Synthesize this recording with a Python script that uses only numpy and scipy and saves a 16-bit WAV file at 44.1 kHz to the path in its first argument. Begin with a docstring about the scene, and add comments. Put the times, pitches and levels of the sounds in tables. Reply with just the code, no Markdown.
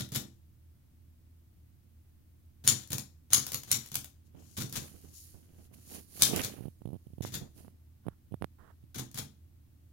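"""A key drops back with a rattle and a clack over faint air and hum: a child types slowly with one finger.
The manual typewriter stands on a wooden table in a small room. Four strokes crack against the platen; other
keys only rattle the linkage and fall back, and each one thumps the table. Contacts are coloured noise bursts,
the steel and table are decaying modes, and reflections form the room. The phone is close and hand-held:
stick-slip pulses and grainy noise make the fingers creak and rub on its case beside the right microphone."""
import sys
import numpy as np
from scipy import signal
from scipy.fft import rfft, irfft
from scipy.io import wavfile

SR = 44100
rng = np.random.default_rng(int(sys.argv[2]) if len(sys.argv) > 2 else 0)


def waveform_to_disk(signal):
    """Save audio, clipped to [-1, 1], as 16-bit WAV at the path in sys.argv[1]."""
    frames = np.transpose(np.atleast_2d(signal))
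    scaled = np.clip(frames, -1, 1) * 32767
    samples = np.round(scaled).astype(np.int16)
    wavfile.write(sys.argv[1], SR, samples)


N = 437472
TIME = np.arange(N) / SR
# All table levels are relative: each function sets the balance of its layer.


def undb(db):
    """Decibel law: level to amplitude ratio."""
    return 10 ** (np.asarray(db) / 20)


def fade(t, t60):
    """Exponential decay: the level falls by 60 dB in t60 seconds."""
    return np.exp(-np.log(1000) * t / t60)


def unit(x):
    """Normalisation to a root-mean-square value of one."""
    return x / np.sqrt(np.mean(x ** 2))


def add(track, s, sound):
    """Superposition: mixes a sound into a track from time s on."""
    i = int(s * SR)
    sound, i = sound[..., max(-i, 0):], max(i, 0)
    track[..., i:i + sound.shape[-1]] += sound[..., :N - i]


def convolve(x, response):
    """Linear response: every sample of x launches a scaled copy of the response."""
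    return signal.oaconvolve(np.atleast_2d(x), np.atleast_2d(response), axes=-1)[:, :x.shape[-1]]


def colour(x, points, keep_power=True, size=2048):
    """Minimum-phase filtering: a causal response through (frequency_hz, level_db) points."""
    hz, db = np.transpose(points)
    bin_hz = np.arange(size // 2 + 1) * SR / size
    gain = undb(np.interp(np.log(bin_hz + 1), np.log(hz), db))
    cepstrum = irfft(np.log(unit(gain) if keep_power else gain))
    # folding the cepstrum forward in time makes the filter causal
    cepstrum[1:size // 2] *= 2
    cepstrum[size // 2 + 1:] = 0
    response = irfft(np.exp(rfft(cepstrum)))
    return convolve(x, response).reshape(x.shape)


def ring(modes, t, scatter_db):
    """Modal superposition: decaying sines; every blow shares its energy among them differently."""
    hz, db, t60 = np.transpose(modes)[:, :, None]
    size = undb(db + scatter_db * rng.standard_normal(hz.shape))
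    phase = rng.random(hz.shape)  # in cycles
    waves = size * fade(t, t60) * np.sin(2 * np.pi * (hz * t + phase))
    return waves.sum(0) / np.sqrt(np.sum(size ** 2))


def crack(t60, likeness, rise=0.0078):
    """Impact noise: the burst of one metal contact, partly coherent at the two microphones."""
    t = TIME[:SR // 20]
    noise, likeness = rng.standard_normal((3, len(t))), np.clip(likeness, 0, 1)
    shape = fade(t, t60) * (1 - fade(t, rise))
    burst = (np.sqrt(likeness) * noise[2] + np.sqrt(1 - likeness) * noise[:2]) * shape
    # a slower rise leaves the energy of the burst unchanged
    energy = np.sum(fade(t, t60) ** 2)
    return burst * np.sqrt(energy / np.sum(burst ** 2, axis=1, keepdims=True))


def grains(spread_db, size, count=N):
    """Friction noise: tiny contacts of very unequal strength, each held for size samples."""
    strength = np.clip(rng.standard_normal(count // size + 1), -2, 2)
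    force = np.repeat(undb(spread_db * strength), size)[:count]
    return unit(force) * rng.standard_normal((2, count))


# spectrum of the air in the room: frequency_hz, level_db
AIR = [(25, -18.5), (48, -20), (80, -7), (130, -17), (185, -21.5), (320, -25), (420, -37.5), (1000, -44),
       (2500, -47), (8000, -50), (11000, -46.5), (15500, -44)]
# a low hum in the room: pitch_hz, level_db
HUM = [(80.7, -61), (118.4, -72)]


def background():
    """Spatial coherence: faint air whose bass is alike at both microphones, with a wavering hum."""
    mid, left, right = colour(rng.standard_normal((3, N)), AIR, size=8192)
    bass = signal.butter(1, 220, fs=SR)
    sides = np.array([left, right])
    air = signal.lfilter(*bass, mid) + sides - undb(-2) * signal.lfilter(*bass, sides)
    hum = 0
    for hz, db in HUM:
        waver = np.interp(TIME, np.linspace(0, TIME[-1], num=80), rng.standard_normal(80))
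        tone = np.sin(2 * np.pi * hz * TIME + 0.37 * waver)
        hum = hum + undb(db + 1.0 * waver) * np.sqrt(2) * tone
    return undb(-61.5) * air + hum * undb([[-2], [1]])


# the hand nudges the phone softly: start_s, level_db
NUDGES = [(4.345, -52), (4.935, -53), (5.035, -51), (5.34, -52.5), (5.579, -54.5), (7.41, -41)]


def nudges():
    """Structure-borne sound: each nudge is a dull, grainy bump in the case, mostly at the right microphone."""
    push, t = np.zeros(N), TIME[:SR // 4]
    for s, db in NUDGES:
        add(push, s, undb(db + 5) * (1 - fade(t, 0.016)) * fade(t, .22))
    bump_colour = [(40, 2), (90, 6.5), (300, -2), (750, -12.5), (1200, -24.5), (3000, -33), (8000, -50)]
    bump = colour(push * grains(spread_db=1.5, size=120), bump_colour)
    return bump * undb([[-12], [0]])


# a fingertip brushes along the case: start_s, length_s, level_db
BRUSHES = [(8.035, 0.1, -65), (8.582, 0.13, -55)]


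def finger_brushes():
    """Sliding friction: a light, even slide gives a soft mid-range scrape at the right microphone."""
    contact, t = np.zeros(N), TIME[:SR // 4]
    for s, length, db in BRUSHES:
        add(contact, s, undb(db) * (1 - fade(t, 0.016)) * fade(np.maximum(t - length, 0), 0.081))
    brush_colour = [(100, 11.5), (700, -4), (1100, 2.5), (1800, -3.5), (2300, -21.5), (3200, -19), (5000, -28)]
    scrape = colour(contact * grains(spread_db=2.0, size=120)[0], brush_colour)
    return scrape * undb([[-26], [0]])


# the sleeve slides as the phone moves: time_s, hiss_db, left_minus_right_db, case_rumble_db
SLIDE = [(4.85, -58, -6, -59.5), (4.934, -65.5, -5, -66), (5.118, -66.5, 1.5, -68), (5.162, -56, 5.5, -75),
         (5.236, -58, -2.5, -79), (5.25, -60, -4.5, -72.5), (5.496, -77, -2.5, -67),
         (5.662, -68.5, -3, -67), (5.688, -84.5, -3.5, -73), (5.716, -87, -4, -64.5),
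         (5.742, -61.5, -10, -62.5), (5.754, -69, -3, -63.5), (5.846, -65, -3, -70.5),
         (5.948, -49.5, -4, -53), (6.066, -71, -7, -73.5), (6.17, -53.5, -7.5, -60.5)]
# the hand then shifts its grip: same columns
GRIP = [(6.17, -53, -7, -60.5), (6.28, -40, -5, -54), (6.31, -56, -15, -41), (6.398, -65, -48, -39.5),
        (6.44, -72.5, -36, -55), (6.66, -72.5, -13, -61.5), (6.75, -82, -6.5, -83)]
# light movements before the slide and after the grip, one curve each: same columns
TOUCHES = [
    [(4.27, -75, 5.7, -73), (4.314, -98, 4.0, -71), (4.398, -70, 4.4, -61.5), (4.52, -67.5, 8.8, -71.5)],
    [(7.53, -82, -6, -83), (7.58, -63, -7.5, -61), (7.692, -77, -9.5, -67), (7.76, -97, -2, -75)],
]
# spectra of cloth hiss, case rumble and skin scrape: frequency_hz, level_db
HISS_COLOUR = [(300, -24), (1200, -26.5), (2600, -16), (4000, -1.5), (7000, 6.5), (8200, -1.5),
               (10000, -0.5), (12000, 0), (15500, -6.5)]
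RUMBLE_COLOUR = [(40, -17.5), (110, -5.5), (200, -0.5), (330, 0.5), (750, -5), (1100, -15.5), (2500, -36),
                 (6000, -61.5)]
SCRAPE_COLOUR = [(500, -21), (1100, -2), (1600, -3), (2300, -4), (3100, 2.5), (4500, -19.5), (9000, -28)]


def rubbing(firm_db=-59):
    """Friction noise: sliding cloth hisses; the case carries a rough rumble to the right microphone."""
    s, *columns = np.vstack([TOUCHES[0], SLIDE, GRIP, TOUCHES[1]]).T
    hiss_db, pan_db, rumble_db = (np.interp(TIME, s, c) for c in columns)
    moving = np.interp(TIME, [s[0] - .03, s[0], s[-1], s[-1] + .03], [0, 1, 1, 0])
    sides_db = np.array([pan_db, -pan_db]) / 2
    hiss = colour(grains(spread_db=1.5, size=90), HISS_COLOUR) * undb(hiss_db + sides_db + [[3.5], [6.5]])
    rough = colour(grains(spread_db=4.5, size=120), RUMBLE_COLOUR)
    # a gentle touch gives only the dull part; a firm one opens up the rest
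    dull = signal.sosfilt(signal.butter(2, 330, fs=SR, output="sos"), rough)
    firmness = np.minimum(undb(rumble_db - firm_db), 1)
    rumble = (dull + firmness * (rough - dull)) * undb(rumble_db + [[-12], [9]])
    # sliding and pressing together make the skin scrape in the mid-range
    scrape_db = (hiss_db + rumble_db) / 2 + sides_db - 3.0
    scrape = colour(grains(spread_db=4.0, size=150), SCRAPE_COLOUR) * undb(scrape_db)
    return moving * (hiss + rumble + np.sqrt(firmness) * scrape)


# a fingertip creaks over the case in a run of slips: start_s, length_s, first_gap_s, level_db, build_up_ms
CREAKS = [(6.588, .102, 0.019, -27, 1.63), (6.856, .112, 0.017, -27, 1.52),
          (7.069, .085, 0.036, -32.5, 2.4), (7.183, .05, 0.024, -24, 1.65)]
# each gap of a run is this share of the one before; gaps and levels scatter
QUICKEN, GAP_SCATTER, SLIP_SCATTER_DB = .93, 0.054, 4.5
# the fingertip lets go with a single snap: start_s, level_db, build_up_ms
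SNAPS = [(6.819, -31, .8), (7.25, -17.5, .21), (7.648, -37.5, 0.28), (7.681, -33.5, 0.38),
         (8.067, -21, 0.89), (8.084, -15.5, 0.48), (8.322, -24, 1.73), (8.342, -18, .76),
         (8.423, -14.5, 0.18), (8.444, -14.5, 0.13), (8.839, -33.5, 4.6)]
# a softer slip gives warning of each snap
WARNING_S, WARNING_DB, WARNING_BUILD_MS = 0.01002, -13, 2


def stick_slip(count=12):
    """Stick-slip friction: quickening runs, and snaps after a softer slip (start_s, level_db, build_up_ms)."""
    slips = []
    for start, length, gap, db, build_ms in CREAKS:
        s = start
        for early, strong in rng.standard_normal((count, 2)):
            if s < start + length:
                slips.append((s, db + SLIP_SCATTER_DB * strong, build_ms))
            s += gap * (1 + GAP_SCATTER * early)
            gap *= QUICKEN
    for s, db, build_ms in SNAPS:
        slips.append((s - WARNING_S, db + WARNING_DB, WARNING_BUILD_MS))
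        slips.append((s, db, build_ms))
    return slips


# the phone case crackles under a slipping finger: frequency_hz, level_db
CASE_COLOUR = [(1000, -27), (2300, -5), (3000, 2.5), (4200, -7.5), (7500, -28), (9800, 4), (15000, -10)]


def finger_slips(release_ms=0.29, softness=0.15, cut_hz=115, quality=1.53):
    """Relaxation: fingertip pressure builds and drops at once; the right microphone's bass cut swings after it."""
    push, crackle = np.zeros((2, N))
    lead = SR // 100
    ms = 1000 * (TIME[:2 * lead] - TIME[lead])
    for s, db, build_ms in stick_slip():
        pulse = np.exp(-np.abs(ms) / np.where(ms < 0, build_ms, release_ms))
        # a slow slip involves more flesh, which rounds its edge
        flesh = np.exp(-.5 * (ms / (softness * build_ms)) ** 2)
        add(push, s - TIME[lead], undb(db) * np.convolve(pulse, flesh / flesh.sum(), "same"))
        add(crackle, s, undb(db - 29.5) * crack(t60=0.011, likeness=0.33)[0])
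    # resonant second-order bass cut
    w = 2 * np.pi * cut_hz
    thud = signal.lfilter(*signal.bilinear([1, 0, 0], [1, w / quality, w * w], SR), push)
    return (thud + colour(crackle, CASE_COLOUR)) * undb([[-36], [0]])


# modes of typebars and springs: pitch_hz, level_db, t60_s
STEEL = [(2299, -16.5, 0.33), (3550, -9, 0.23), (4150, -10.5, 0.31), (4743, -10, 0.32), (5740, -6.5, 0.2),
         (5200, -10.5, 0.27), (5700, -5.5, 0.25), (6550, -8.5, 0.26), (6848, 2, 0.15), (7030, -5.5, 0.23),
         (7060, -8, 0.21), (8323, -17.5, 0.22), (8419, -12.5, 0.14), (9000, -1, 0.1), (9464, -7, 0.23),
         (9835, -9.5, 0.17), (10700, -14.5, 0.18), (11300, -9, 0.22), (11510, -15.5, 0.33),
         (12240, -10, 0.18), (12540, -14.5, 0.22), (12830, -12, 0.23), (13250, -4, 0.15), (13990, -5, 0.1)]
# first reflections from ceiling and walls: delay_s, left_db, right_db
ECHOES = [(.0099, -10, -21), (0.0134, -7, -19), (0.0172, -16, -18)]


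def room(x, size=14000):
    """Reverberation: the steel rings on; a few hard reflections, many scattered ones and a short tail follow."""
    t = TIME[:int(.45 * SR)]
    late_colour = [(200, 7), (1500, 2.5), (7000, 2.5), (15000, -10.5)]
    late = colour(rng.standard_normal((2, len(t))), late_colour) * fade(t, 0.33)
    steel = np.array([ring(STEEL, t, scatter_db=3.5) for _ in range(2)])
    response = (undb(-39.5) * late + undb(-48.0) * steel) * undb([[0], [-2.5]])
    for s, left_db, right_db in ECHOES:
        response[:, int(s * SR)] += undb([left_db, right_db])
    out = convolve(x, response)
    # the scattered reflections are drawn afresh for every block, so no fixed pitch stands out
    t = t[:size]
    shape = undb([[-27], [-29.5]]) * fade(t, 0.19) * (1 - fade(t, 0.11))
    for i in range(0, N, size):
        scatter = shape * grains(spread_db=5.5, size=16, count=size)
        add(out, i / SR, signal.fftconvolve(x[:, i:i + size], scatter, axes=-1))
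    # cushions and curtains swallow the top
    return colour(out, [(7000, 0), (11000, 0.0), (15500, -1.5)], keep_power=False)


# modes of the table top under the machine: pitch_hz, level_db, t60_s
TABLE = [(99.5, -2, 0.22), (123.3, 2, 0.25), (142.55, -1, 0.27), (196.5, -7.5, 0.34), (223.2, -5.5, 0.28),
         (266.9, -12, 0.34), (332, -16.5, 0.4), (443, -17.5, 0.27)]


def table(thumps):
    """Modal excitation: rubber feet pass each stroke softly into the table top; the casing adds a dull knock."""
    boom, knock = np.zeros((2, N)), np.zeros(N)
    t = TIME[:SR // 4]
    for s, db in thumps:
        both, apart = (ring(TABLE, t, scatter_db=1.0) * (1 - fade(t, 0.025)) for _ in range(2))
        add(boom, s, undb(db + 9.5) * (both + undb(-18.5) * apart * [[1], [-1]]))
        add(knock, s, undb(db - 5.5) * fade(t, 0.3) * (1 - fade(t, 0.0081)))
    casing_colour = [(60, -23.5), (150, -0.5), (280, 2), (500, -12.0), (900, -17.5), (2000, -33.5), (5000, -53)]
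    casing = colour(knock * rng.standard_normal((2, N)), casing_colour)
    return (boom + casing) * undb([[-.7], [1.3]])


# spectra of the ticks and of the loose linkage: frequency_hz, level_db
TICK_COLOUR = [(200, -9), (1400, -9.5), (2800, -7), (3500, -4.5), (7000, 1.5), (8200, -4.5), (10500, -3.5),
               (13500, -1.5), (15500, -5)]
LINK_COLOUR = [(150, -2), (700, -5), (1400, -1.5), (2800, -5.5), (3500, 3.5), (5000, 0), (7100, 4),
               (8200, -6), (9800, -2.5), (11500, -5), (13500, -2.5), (15500, -8)]


def linkage(contacts, rattles):
    """Impact and chatter: sharp ticks and loose rattles of the key levers and typebars."""
    ticks, shake = np.zeros((2, N)), np.zeros(N)
    for s, db in contacts:
        add(ticks, s, undb(db - 5.0) * crack(t60=0.013, likeness=0.087))
    t = TIME[:SR // 8]
    for s, length, db in rattles:
        add(shake, s, undb(db - 1.0) * fade(np.maximum(t - length, 0), 0.02))
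    loose = colour(shake * grains(spread_db=3.5, size=48), LINK_COLOUR)
    return colour(ticks, TICK_COLOUR) + loose


# a timid press stops short of the platen: start_s, touch_rattle_db, bottom_rattle_db, thump_db
PRESSES = [(-.045, -43, -34.5, -43.5), (4.568, -35, -35, -40), (7.221, -46, -44, -49.5),
           (8.945, -42.5, -38, -42.5)]
# a press reaches the bottom after PRESS_S, each jolt rattles for JOLT_S, and the table follows TABLE_LAG_S later
PRESS_S, JOLT_S, TABLE_LAG_S = .035, .021, .012
# a key is let go, the escapement ticks and the typebar lands:
# landing_s, fall_s, escapement_db, landing_db, rattle_db, thump_db
RELEASES = [(0.1596, .0405, -31.5, -16.5, -31.5, -40), (2.9304, .0266, -27.5, -15, -36, -42),
            (3.5441, .0255, -19.5, -14, -39, -49.5), (3.9542, .0376, -28, -11.5, -41, -49),
            (4.7672, .042, -25, -26, -33, -45), (6.4465, .031, -24, -18.5, -35, -47.5),
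            (7.351, .0295, -38, -25, -36.5, -44.5), (9.1865, .043, -30, -28, -35.5, -46)]
# the finger eases off the key, with a faint tick, before the escapement lets go
EASE_S, EASE_DB = 0.03, -10.5
# the falling typebar brushes its neighbours just before it lands; the machine rocks back afterwards
BRUSH_S, ROCK_S, ROCK_DB = .012, 0.057, -10.5
# a lever or spring snaps into place between strokes: start_s, level_db
LEVER_TICKS = [(2.9816, -17.5), (3.466, -20.5), (3.6337, -29), (3.8601, -32.5), (4.0438, -28),
               (4.8257, -35), (6.361, -16.5)]
# the typebar gathers speed just before the hit and rebounds just after it
SWING_S, SWING_DB, REBOUND_S, REBOUND_DB = 0.0099, 5.5, .042, -23.5
HOLD_S = 0.081  # the held key starts to tremble this long after the hit, and for as long
# a firm stroke throws a typebar against the platen: hit_s, level_db, key_travel_before_s, rattle_db, thump_db
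STRIKES = [(2.6759, -13, 0.036, -44.5, -40), (3.3327, -11, 0.029, -45, -45),
           (3.715, -17, 0.04, -48.5, -46.5), (6.221, -10.5, 0.027, -41.5, -42.5)]


def key_action(start_db=-9, rebound_thump_db=-1, falling_db=-11, lift_db=-5, brush_db=-10, held_db=-39):
    """Kinematic chain: each key movement sets off ticks (s, dB), rattles (s, length s, dB) and thumps (s, dB)."""
    ticks, rattles, thumps = list(LEVER_TICKS), [], []
    for s, db, travel, rattle_db, thump_db in STRIKES:
        rattles.append((s - travel, travel, rattle_db))
        rattles.append((s - SWING_S, SWING_S, rattle_db + SWING_DB))
        rattles.append((s + REBOUND_S - TABLE_LAG_S, JOLT_S, db + REBOUND_DB))
        # the linkage keeps trembling while the key is held down
        rattles.append((s + HOLD_S, HOLD_S, db + held_db))
        thumps.append((s - travel, thump_db + start_db))
        thumps.append((s, thump_db))
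        thumps.append((s + REBOUND_S, thump_db + rebound_thump_db))
    for s, touch_db, bottom_db, thump_db in PRESSES:
        for jolt, db in ((s, touch_db), (s + PRESS_S, bottom_db)):
            rattles.append((jolt, JOLT_S, db))
            thumps.append((jolt + TABLE_LAG_S, thump_db))
    for s, fall, escapement_db, landing_db, rattle_db, thump_db in RELEASES:
        let_go = s - fall
        ticks += [(let_go - EASE_S, escapement_db + EASE_DB), (let_go, escapement_db)]
        ticks += [(s - BRUSH_S, landing_db + brush_db), (s, landing_db)]
        rattles.append((let_go, fall - BRUSH_S, rattle_db + falling_db))
        rattles.append((s - BRUSH_S, JOLT_S, rattle_db))
        thumps += [(let_go, thump_db + lift_db), (s, thump_db), (s + ROCK_S, thump_db + ROCK_DB)]
    # a barely audible rattle lies under each lever tick
    rattles += [(s, JOLT_S, db - 33) for s, db in LEVER_TICKS]
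    return ticks, rattles, thumps


# ring of the struck type slug and its guide: pitch_hz, level_db, t60_s
SLUG = [(9100, -4.5, 0.02), (9520, -1.5, 0.026), (13050, -13.5, 0.038), (13300, -8.5, 0.0093)]
# spectrum of the guide scrape and platen crack: frequency_hz, level_db
STRIKE_COLOUR = [(150, -17), (700, -17), (1200, -10.5), (1700, -10), (2800, -9.5), (3500, 1), (4600, -2.5),
                 (5500, 2.5), (7100, 6.5), (8100, -4.5), (9400, -2.5), (13000, -3.5), (15500, -8)]


def strikes():
    """Impact excitation: the typebar scrapes its guide, cracks on the platen and rings, mostly to the right."""
    blows, slug = np.zeros((2, 2, N))
    t, lead = TIME[:SR // 20], .007
    for s, db, *_ in STRIKES:
        # scrape through the guide, then the crack
        add(blows, s - lead, undb(db - 21.5) * crack(t60=0.11, likeness=.3, rise=0.027))
        add(blows, s, undb(db + 6.5) * crack(t60=0.008, likeness=0.51, rise=0.0033))
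        for channel, side_db in enumerate((-6, 7)):
            ringing = ring(SLUG, t, scatter_db=0.5) * (1 - fade(t, 0.002))
            add(slug[channel], s, undb(db + side_db) * ringing)
    return colour(blows, STRIKE_COLOUR), slug


# response of the right microphone's narrow port: frequency_hz, gain_db
RIGHT_PORT = [(150, 5.5), (900, -4.5), (2500, -1.5), (3300, -7.5), (4500, -5), (6200, -15.5), (7000, -11.5),
              (7550, -21), (8400, -7.5), (9300, 3.5), (11000, 0.5), (15500, 1)]


def scene():
    """Superposition: direct machine sound, its room response, the table, the hand and the background."""
    blows, slug = strikes()
    ticks, rattles, thumps = key_action()
    levers = linkage(ticks, rattles)
    # the platen throws its crack upwards, so the room gets more of it
    machine = blows + levers + room(undb(5.0) * blows + undb(-0.5) * levers)
    left, right = machine + rubbing()
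    # the right microphone faces away and listens through a narrow port
    heard = np.array([left, colour(right, RIGHT_PORT, keep_power=False)])
    hand = finger_slips() + nudges() + finger_brushes()
    return heard + slug + table(thumps) + hand + background()


def record(dry):
    """Saturation and band limiting: the phone rounds the highest peaks and cuts the top."""
    top_hz = 15900
    low_pass = signal.ellip(10, .2, 70, top_hz, fs=SR, output="sos")
    return signal.sosfilt(low_pass, np.tanh(dry))


dry = scene()
out = record(dry)
waveform_to_disk(out)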